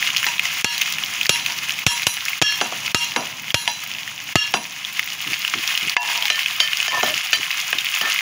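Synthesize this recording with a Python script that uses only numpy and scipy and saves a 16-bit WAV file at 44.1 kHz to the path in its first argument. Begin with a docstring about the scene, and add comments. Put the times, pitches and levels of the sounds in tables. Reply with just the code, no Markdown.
"""A small tiled kitchen: sliced nuts are pushed off a plate into a metal pot of hot ghee and stirred.
The fat crackles as random clicks and noise coloured like bursting bubbles, over the low noise of a gas burner.
A slotted steel spoon clacks on the plate, knocks the pot and scrapes it: coloured noise bursts and ringing modes.
It shoves the nuts in soft rumbles and makes the pot groan briefly.
The microphone is close, and its limiter ducks the sizzle around each hard blow."""
import sys
import numpy as np
from scipy import signal
from scipy.fft import rfft, irfft
from scipy.io import wavfile
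from scipy.ndimage import uniform_filter1d, minimum_filter1d

SR = 44100
rng = np.random.default_rng(int(sys.argv[2]) if len(sys.argv) > 2 else 0)


def generate_wav(signal):
    """Clip the signal to [-1, 1] and save it as 16-bit WAV at the path in sys.argv[1]."""
    frames = np.transpose(np.atleast_2d(signal))
    scaled = np.clip(frames, -1, 1) * 32767
    pcm = np.round(scaled).astype(np.int16)
    wavfile.write(sys.argv[1], SR, pcm)


N = 362061
TIME = np.arange(N) / SR  # s
TOP_HZ = 15650  # upper limit of the microphone

# Gas flame over time. Each row: time in seconds, level in dB.
FLAME_LEVEL = [(0, -45), (.6, -46), (1.05, -43.5), (1.9, -46), (2.4, -49.5), (2.8, -42), (3.8, -47),
               (8.2, -53)]
# Colour of the flame. Each row: frequency in Hz, gain in dB.
FLAME_COLOUR = [(25, -98), (60, -17.5), (100, -2), (160, 2.5), (260, -3.5), (450, -14), (1000, -0.5),
                (4000, -109)]
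# How hard the fat boils; it dies down after the nuts drop in and revives with stirring.
# Each row: time in seconds, level in dB.
BOIL_LEVEL = [(0.0, -21.5), (3.06, -26.5), (3.18, -29.5), (4.85, -29.5), (5.65, -21.5), (6.38, -21.5),
              (7.89, -23), (8.21, -21)]
# Colour of bursting bubbles in the pot. Each row: frequency in Hz, gain in dB.
FAT_COLOUR = [(250, -41), (550, -25.5), (1270, -9), (1480, -11), (2200, -2), (2800, -0.5), (3300, -4),
              (4000, -11.5), (6800, -9.5), (8000, -26), (9800, -16.5), (13700, -13), (15000, -0.5),
              (16000, -3.5)]
# The loudest spits. Each row: start in seconds, relative level in dB, pitch in Hz.
LOUD_SPITS = [(0.026, -8.5, 1830), (0.164, -7, 3130), (0.243, -9.5, 1940), (0.395, 1, 2680),
              (0.817, -6.5, 2900), (1.037, -12, 3200), (1.212, -8, 2560), (1.462, -9, 3320),
              (1.694, -11, 3000), (2.253, -15, 6530), (2.283, -11, 2940), (2.879, -14, 1320),
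              (3.505, -12.5, 3000), (4.849, -15, 3500), (4.994, -6, 2300), (5.333, -12.5, 1940),
              (5.449, -8.5, 2600), (5.478, -11, 2680), (5.776, -8.5, 3700), (6.255, -9, 2480),
              (6.46, -7.5, 2800), (6.732, -8, 2720)]
# Colour of the contact crack. Each row: frequency in Hz, gain in dB.
CRACK_COLOUR = [(50, -21.5), (150, 2.5), (400, 3), (700, 3), (1300, 0.5), (2000, 4.5), (2900, 9), (4200, 0),
                (7000, 1.5), (8200, -12), (11000, -9.5), (15500, -22)]
# Colour of the pot rocking on its stand. Each row: frequency in Hz, gain in dB.
STAND_COLOUR = [(50, -38), (120, -10.5), (220, 3.5), (340, -6.5), (650, 2), (950, -2), (1500, -4.5),
                (3000, -47), (9000, -72)]
# Ringing modes of the plate, the spoon, the pot's wall and the pot's bottom.
# Each row: frequency in Hz, relative level in dB, time to fall 60 dB in seconds.
PLATE_MODES = [(1265, 5, .05), (1712, -6, .24), (2765, 0, .26), (2810, 0, .25), (3235, -1, .3),
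               (3285, -6, .27), (3835, -13, .28), (4240, -5, .28), (4430, -8, .22), (5495, -5, .28),
               (5935, -12, .33), (7125, -11, .22), (8670, -19, .18), (11500, -23, .2)]
SPOON_MODES = [(952, -2, .3), (1570, -11, .2), (2700, -3, .22), (3410, -7, .22), (3991, -3, .42),
               (4820, -6, .22), (5755, -2, .26), (5897, -6, .45), (6490, -10, .22), (6785, -6, .34),
               (7720, -18, .4), (9370, -15, .28), (9755, -15, .4), (10945, -12, .5), (11186, -15, .38),
               (13520, -24, .35)]
WALL_MODES = [(612, -17, .28), (1285, -14, .15), (1787, -4, .3), (2400, -9, .15), (3090, 2, .28),
              (3120, -6, .25), (4030, -10, .25), (4620, -9, .22), (5170, -13, .2), (5810, -12, .2),
              (6670, -15, .16), (11130, -24, .2)]
BOTTOM_MODES = [(705, -17, .15), (855, -5, .2), (915, -9, .15), (965, -3, .2), (1717, -5, .18),
                (2734, 3, .22), (4780, -14, .15), (5940, -17, .15)]
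# Where the spoon meets the pot. Each row: spoon, wall and bottom ring in dB over the crack,
# brightness in dB per octave, top of the crack in Hz.
ON_RIM = (-18, -27, -19.5, -1.5, 5000)
ON_WALL = (-38, -14, -42, 1.5, 4500)
ON_BOTTOM = (-61, -51, -26.5, -1.5, 1797)
ON_NUTS = (-69, -39, -52, -4, 2200)
# Spoon in the pot. Each row: start in seconds, crack in dB, stand in dB, place of contact (a row above).
POT_KNOCKS = [(0.266, -10.5, -48, ON_RIM), (0.272, -17, -53, ON_RIM), (1.499, -19, -58, ON_RIM),
              (2.613, -11, -15.5, ON_RIM), (2.723, -21, -25, ON_NUTS), (3.162, -10, -12.5, ON_RIM),
              (3.677, -8, -34, ON_RIM), (4.539, -8, -16.5, ON_RIM), (5.538, -4.5, -39, ON_NUTS),
              (5.966, 19, -51, ON_BOTTOM), (6.301, -7, -31, ON_WALL), (6.602, -3, -58, ON_WALL),
              (6.88, -11.5, -37.5, ON_WALL), (7.03, -9.5, -18, ON_WALL), (7.331, -4.5, -31.5, ON_WALL),
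              (7.729, -4, -30.5, ON_NUTS), (8.012, -13.5, -24.5, ON_WALL)]
# Spoon on the plate. Each row: start in seconds, then crack, thump, plate ring and spoon ring in dB.
PLATE_TAPS = [(0.6444, 9, -8.5, -8, -18), (1.2932, 5.5, -17, -16, -17.5), (1.8651, 5.5, -0.5, -12.5, -16.5),
              (2.0677, -1.5, -17.5, -64, -22), (2.416, 8, -4, -2.5, -24), (2.422, 11, -1, -25, -30),
              (2.4630, -21, -37, -22.5, -39), (2.946, 8, -5, -7, -15.5), (3.5435, 8, -1, -13, -16.5),
              (4.3556, 10.5, 3, -4, -30.5)]
# Spoon shoving the heap of nuts. Each row: start in seconds, length in seconds, level in dB.
NUT_SHOVES = [(5.256, 0.082, -40.5), (5.538, 0.071, -39.5), (5.82, 0.066, -40.5), (6.915, 0.29, -47),
              (7.363, 0.074, -45.5), (7.746, 0.043, -46)]
# Spoon dragged through the pot. Each row: start and length in seconds, then wall, bottom and stand in dB.
POT_SCRAPES = [(5.975, 0.31, -52, -32.5, -73), (6.909, 0.099, -26.5, -28.5, -34),
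               (7.036, 0.076, -36, -64, -37), (8.021, 0.079, -26, -38, -33.5)]
# Spoon chattering on the wall. Each row: start in seconds, length in seconds, level in dB.
WALL_GROANS = [(7.024, 0.04, -29.5), (7.065, 0.076, -32)]


def undb(db):
    """Decibels to gain."""
    return 10 ** (np.asarray(db) / 20)


def unit(x, span=None):
    """Scale to rms 1, over the first span seconds if given."""
    return x / np.sqrt(np.mean(x[:int(span * SR) if span else None] ** 2))


def add(out, start, x):
    """Mix x in from a start time in seconds."""
    i = int(start * SR)
    out[i:i + len(x)] += x[:N - i]


def fade(t, t60):
    """Exponential decay that falls 60 dB in t60 seconds."""
    return np.exp(-np.log(1000) * t / t60)


def stroke_shape(length):
    """Swell and fall of one spoon stroke, length in seconds."""
    return signal.windows.tukey(int(length * SR), .4)


def cut(x, hz, side, order):
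    """Low-pass or high-pass."""
    return signal.sosfilt(signal.butter(order, hz, side, fs=SR, output="sos"), x)


def colour(x, points, size=4096):
    """Minimum-phase filter through (Hz, dB) points, so that attacks stay sharp."""
    hz, db = np.transpose(points)
    bins = np.fft.rfftfreq(size, 1 / SR)
    gain = undb(np.interp(np.log(bins + 1), np.log(hz), db))
    # folding the cepstrum makes the filter causal
    cepstrum = irfft(np.log(gain))
    cepstrum[1:size // 2] *= 2
    cepstrum[size // 2 + 1:] = 0
    impulse = irfft(np.exp(rfft(cepstrum)))
    return signal.fftconvolve(x, impulse)[:len(x)]


def resonate(x, hz, q):
    """One broad resonance, gain 1 at its centre."""
    return signal.lfilter(*signal.iirpeak(min(hz, TOP_HZ), q, fs=SR), x)


def walk(rate):
    """Random wavering, spread near 1, through rate new values per second."""
    knots = rng.standard_normal(4096)
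    return np.interp(TIME * rate, np.arange(len(knots)), knots)


def clicks(rate, spread_db, range_db):
    """Random clicks; positive spread makes a few louder up to range_db, negative a few fainter."""
    sizes = undb(np.minimum(spread_db * rng.exponential(size=N), range_db))
    struck = rng.random(N) < rate / SR
    return struck * sizes * rng.choice([-1, 1], N)


def burst(points, t60, span):
    """A dense, dying rattle: fading noise of the given colour."""
    t = TIME[:SR // 2]
    noise = rng.standard_normal(len(t)) * fade(t, t60)
    return unit(colour(noise, points), span)


def ring(modes, bright_db=0):
    """A struck round object: each mode is a close, beating pair, weighted by chance at each blow."""
    hz, db, t60 = np.transpose(np.repeat(modes, 2, axis=0))[:, :, None]
    t = TIME[:SR * 3 // 4]
    luck, detune, phase = rng.standard_normal((3, len(hz), 1))
    gain = undb(db + 2 * luck + bright_db * np.log2(hz / SR))  # bright_db is per octave
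    tones = np.sin(2 * np.pi * ((hz + 10 * detune) * t + phase))
    return unit((gain * tones * fade(t, t60)).sum(axis=0), .05)


def kitchen(x, t60=.25, wet_db=-12):
    """Tiled walls close by give a short, dense tail of fading noise."""
    t = TIME[:SR // 2]
    tail = rng.standard_normal(len(t)) * fade(t, t60) * (t > .002)
    echo = signal.fftconvolve(x, tail / np.linalg.norm(tail))[:N]
    return x + undb(wet_db) * echo


def flame():
    """The gas burner's turbulence gives a low, fluttering noise."""
    noise = unit(colour(rng.standard_normal(N), FLAME_COLOUR))
    level_db = np.interp(TIME, *np.transpose(FLAME_LEVEL))
    waver_db = 1.5 * walk(rate=7.3)
    return noise * undb(level_db + waver_db)


def boil(t):
    """How hard the fat boils at the given times, in dB."""
    return np.interp(t, *np.transpose(BOIL_LEVEL))


def sizzle():
    """Steam bubbles burst in the fat: pitched pips, dry ticks and a fine spray, coming in flurries."""
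    crackle_db = 2  # over the boil
    spray_db, spray_follow = -13.5, 0.89  # offset in dB, and dB gained per dB of boil
    muffle_hz, muffle_share = 6250, 0.26
    pips = sum(resonate(clicks(rate=240, spread_db=5.0, range_db=26), hz, q=2.9)
               for hz in np.geomspace(800, 14000, num=12))
    ticks = clicks(rate=1500, spread_db=-1.0, range_db=13.5)
    hiss = rng.standard_normal(N)
    fat = unit(pips) + unit(ticks) * undb(-3.5) + hiss * undb(1.0)
    crackle = cut(unit(colour(fat, FAT_COLOUR)), 9630, "low", order=4)
    # the tiniest bubbles snap as sharp, separate ticks
    sharp = unit(clicks(rate=330, spread_db=8, range_db=38))
    snaps = unit(ticks) + sharp + rng.standard_normal(N) * undb(-30)
    spray = unit(cut(colour(snaps, FAT_COLOUR), 5000, "high", order=4))
    boil_db = boil(TIME)
    flurry = undb(2.12 * walk(rate=36))
    crackle = crackle * undb(boil_db + crackle_db)
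    spray = spray * undb(spray_follow * boil_db + spray_db)
    frying = flurry * (crackle + spray)
    # stirred nuts spread over the fat between 5 and 5.8 s and muffle its upper crackle from then on
    muffle = np.interp(TIME, (5.0, 5.8), (0, muffle_share))
    return frying - muffle * resonate(frying, muffle_hz, q=3.3)


def chance_spits():
    """Smaller spits (s, relative dB, Hz) by chance, more often and louder the harder the fat boils."""
    peak_rate = 11  # spits per second when the boil peaks
    over_boil_db, scatter_db = 8.5, 1.8
    middle_hz, scatter_octaves = 3300, .5
    start, luck = rng.random((400, 2)).T * [[TIME[-1]], [1]]
    size, pitch = rng.standard_normal((len(start), 2)).T
    level_db = boil(start) + over_boil_db + scatter_db * size
    hz = middle_hz * 2 ** (scatter_octaves * pitch)
    rate = peak_rate * undb(boil(start) - boil(TIME).max())
    happens = luck < rate * TIME[-1] / len(start)
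    return list(np.transpose([start, level_db, hz])[happens])


def spits():
    """Large bubbles crack open or a nut drops into the fat; each spatters for a few milliseconds."""
    out, t = np.zeros(N), TIME[:SR // 20]
    for start, db, hz in list(LOUD_SPITS) + chance_spits():
        push = rng.standard_normal(len(t)) * np.exp(-t / 0.0016)
        pop = colour(resonate(push, hz, q=2.5) + 0.083 * push, FAT_COLOUR)
        add(out, start, unit(pop, .004) * undb(db - 4))
    return out


def rattle():
    """The pot hits its stand once, then settles with a quick, weak chatter."""
    hit = cut(burst(STAND_COLOUR, t60=0.04, span=0.0024), 370, "high", order=2)
    chatter = burst(STAND_COLOUR, t60=0.31, span=0.028)
    return hit + chatter * undb(-12.5)


def knocks():
    """The spoon meets the pot or the nuts: a crack, ringing modes, and a rattle on the stand."""
    out = np.zeros(N)
    for start, crack_db, stand_db, place in POT_KNOCKS:
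        spoon_db, wall_db, bottom_db, bright_db, top_hz = place
        # the light spoon gives little bass, and nuts caught under it dull the contact
        crack = cut(burst(CRACK_COLOUR, t60=0.016, span=0.004), 1500, "high", order=2)
        add(out, start, undb(crack_db) * cut(crack, top_hz, "low", order=2))
        add(out, start, undb(stand_db) * rattle())
        for modes, db in (SPOON_MODES, spoon_db), (WALL_MODES, wall_db), (BOTTOM_MODES, bottom_db):
            add(out, start, undb(crack_db + db) * ring(modes, bright_db))
    return out


def thump(start_hz=210, end_hz=66, fall=0.0065, decay=0.0052):
    """The hand-held plate flexes: a short falling tone, as its slow, low bending waves come last."""
    t = TIME[:SR // 5]
    hz = end_hz + (start_hz - end_hz) * np.exp(-t / fall)  # fall and decay in s
    tone = np.sin(2 * np.pi * np.cumsum(hz) / SR)
    return unit(tone * np.exp(-t / decay), 0.0019)


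def upper_modes(count=16):
    """Thin steel's crowded upper modes (Hz, dB, t60 s); each blow wakes a different handful."""
    place, strength = rng.random((count, 2)).T
    return np.transpose([4000 + 10000 * place, -12 * strength, np.full(count, .25)])


def taps():
    """The spoon hits the plate to shake the nuts off; the clack is close, the ringing fills the room."""
    tilt_per_db = 0.097  # dB per octave for each dB that the spoon outrings the plate
    ring_tilt_db = 0.16  # dB per octave: steel on the hard plate favours the upper modes
    upper_db = -10.5  # upper modes, relative to the spoon's ring
    clack, ringing = np.zeros((2, N))
    for start, crack_db, thump_db, plate_db, spoon_db in PLATE_TAPS:
        bright_db = tilt_per_db * (spoon_db - plate_db)
        crack_colour = [(hz, db + 0.44 * bright_db * np.log2(hz)) for hz, db in CRACK_COLOUR]
        crack = burst(crack_colour, t60=0.024, span=0.0043)
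        add(clack, start, undb(crack_db) * crack)
        add(clack, start, undb(thump_db) * thump())
        add(ringing, start, undb(plate_db) * ring(PLATE_MODES, bright_db + ring_tilt_db))
        add(ringing, start, undb(spoon_db) * ring(SPOON_MODES, bright_db + ring_tilt_db))
        add(ringing, start, undb(spoon_db + upper_db) * ring(upper_modes()))
        # a crowd of weak upper modes blurs into a short shimmer
        shimmer = cut(burst(CRACK_COLOUR, t60=.2, span=.05), 1600, "high", order=3)
        add(ringing, start, (undb(plate_db) + undb(spoon_db)) * undb(-11) * shimmer)
    return clack + undb(-2) * kitchen(ringing, t60=.2, wet_db=-9)


def shoves():
    """Soft nuts tumble ahead of the spoon and drum on the bottom: low-passed clicks that rumble softly."""
    out = np.zeros(N)
    tumble = clicks(rate=400, spread_db=-0.5, range_db=5)
    tumble = cut(tumble, 90, "high", order=2)
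    tumble = cut(tumble, 363, "low", order=4)
    for start, length, db in NUT_SHOVES:
        stroke = stroke_shape(length)
        rumble = stroke * tumble[int(start * SR):][:len(stroke)]
        add(out, start, undb(db) * unit(rumble))
    return out


def scrapes():
    """The spoon's edge sticks and slips, clicking into the metal's modes; its pressure damps them."""
    wall_tilt, bottom_tilt = -10, -4  # dB per octave
    out = np.zeros(N)
    for start, length, wall_db, bottom_db, stand_db in POT_SCRAPES:
        slips = clicks(rate=380, spread_db=-1.5, range_db=24.5)[:SR // 2]
        slips = slips * np.pad(stroke_shape(length), (0, SR))[:len(slips)]
        wall = WALL_MODES[1:], wall_db, wall_tilt  # without the lowest mode
        bottom = BOTTOM_MODES, bottom_db, bottom_tilt
        for modes, db, bright_db in (wall, bottom):
            metal = ring(modes, bright_db)
            metal = metal * np.exp(-TIME[:len(metal)] / 0.024)
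            add(out, start, undb(db) * unit(signal.fftconvolve(slips, metal), length))
        stand = cut(colour(slips, STAND_COLOUR), 700, "high", order=2)
        add(out, start, undb(stand_db) * unit(stand, length))
    return out


def groans():
    """Stick and slip lock on to the lowest mode of the wall and give a short, unsteady tone."""
    out = np.zeros(N)
    hz = WALL_MODES[0][0] * (1 + 0.0201 * walk(rate=150))
    tone = np.sin(2 * np.pi * np.cumsum(hz) / SR) * undb(2.0 * walk(rate=140))
    for start, length, db in WALL_GROANS:
        stroke = stroke_shape(length)
        groan = stroke * tone[int(start * SR):][:len(stroke)]
        add(out, start, undb(db) * unit(groan))
    return out


def scene():
    """The pot stands by the wall; the plate is held close to the microphone."""
    in_pot = sizzle() + spits() + knocks() + shoves() + scrapes() + groans()
    pot = kitchen(in_pot, t60=0.027, wet_db=-12.5)
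    return (flame() + pot + taps())[None]


def limiter(x, ceiling_db, release_db_per_s=190):
    """Turns down just ahead of each peak and comes back at a steady rate."""
    over = np.maximum(20 * np.log10(np.abs(x) + 1e-9) - ceiling_db, 0)
    release = release_db_per_s * TIME
    held = np.maximum.accumulate(over + release) - release
    # both windows look ahead, so the level eases down before the peak
    reach = int(.007 * SR)
    early = -minimum_filter1d(-held, 2 * reach + 1, origin=-reach)
    turn_down_db = uniform_filter1d(early, 2 * reach + 1, origin=-reach)
    return x * undb(-turn_down_db)


def record(dry):
    """The microphone loses deep bass; peaks are limited and rounded, and the top is cut."""
    heard = cut(dry[0], 55, "high", order=4)
    rounded = np.tanh(limiter(heard, ceiling_db=1.5))
    top_cut = signal.ellip(10, .2, 70, TOP_HZ, fs=SR, output="sos")
    return signal.sosfilt(top_cut, rounded)[None]


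dry = scene()
out = record(dry)
generate_wav(out)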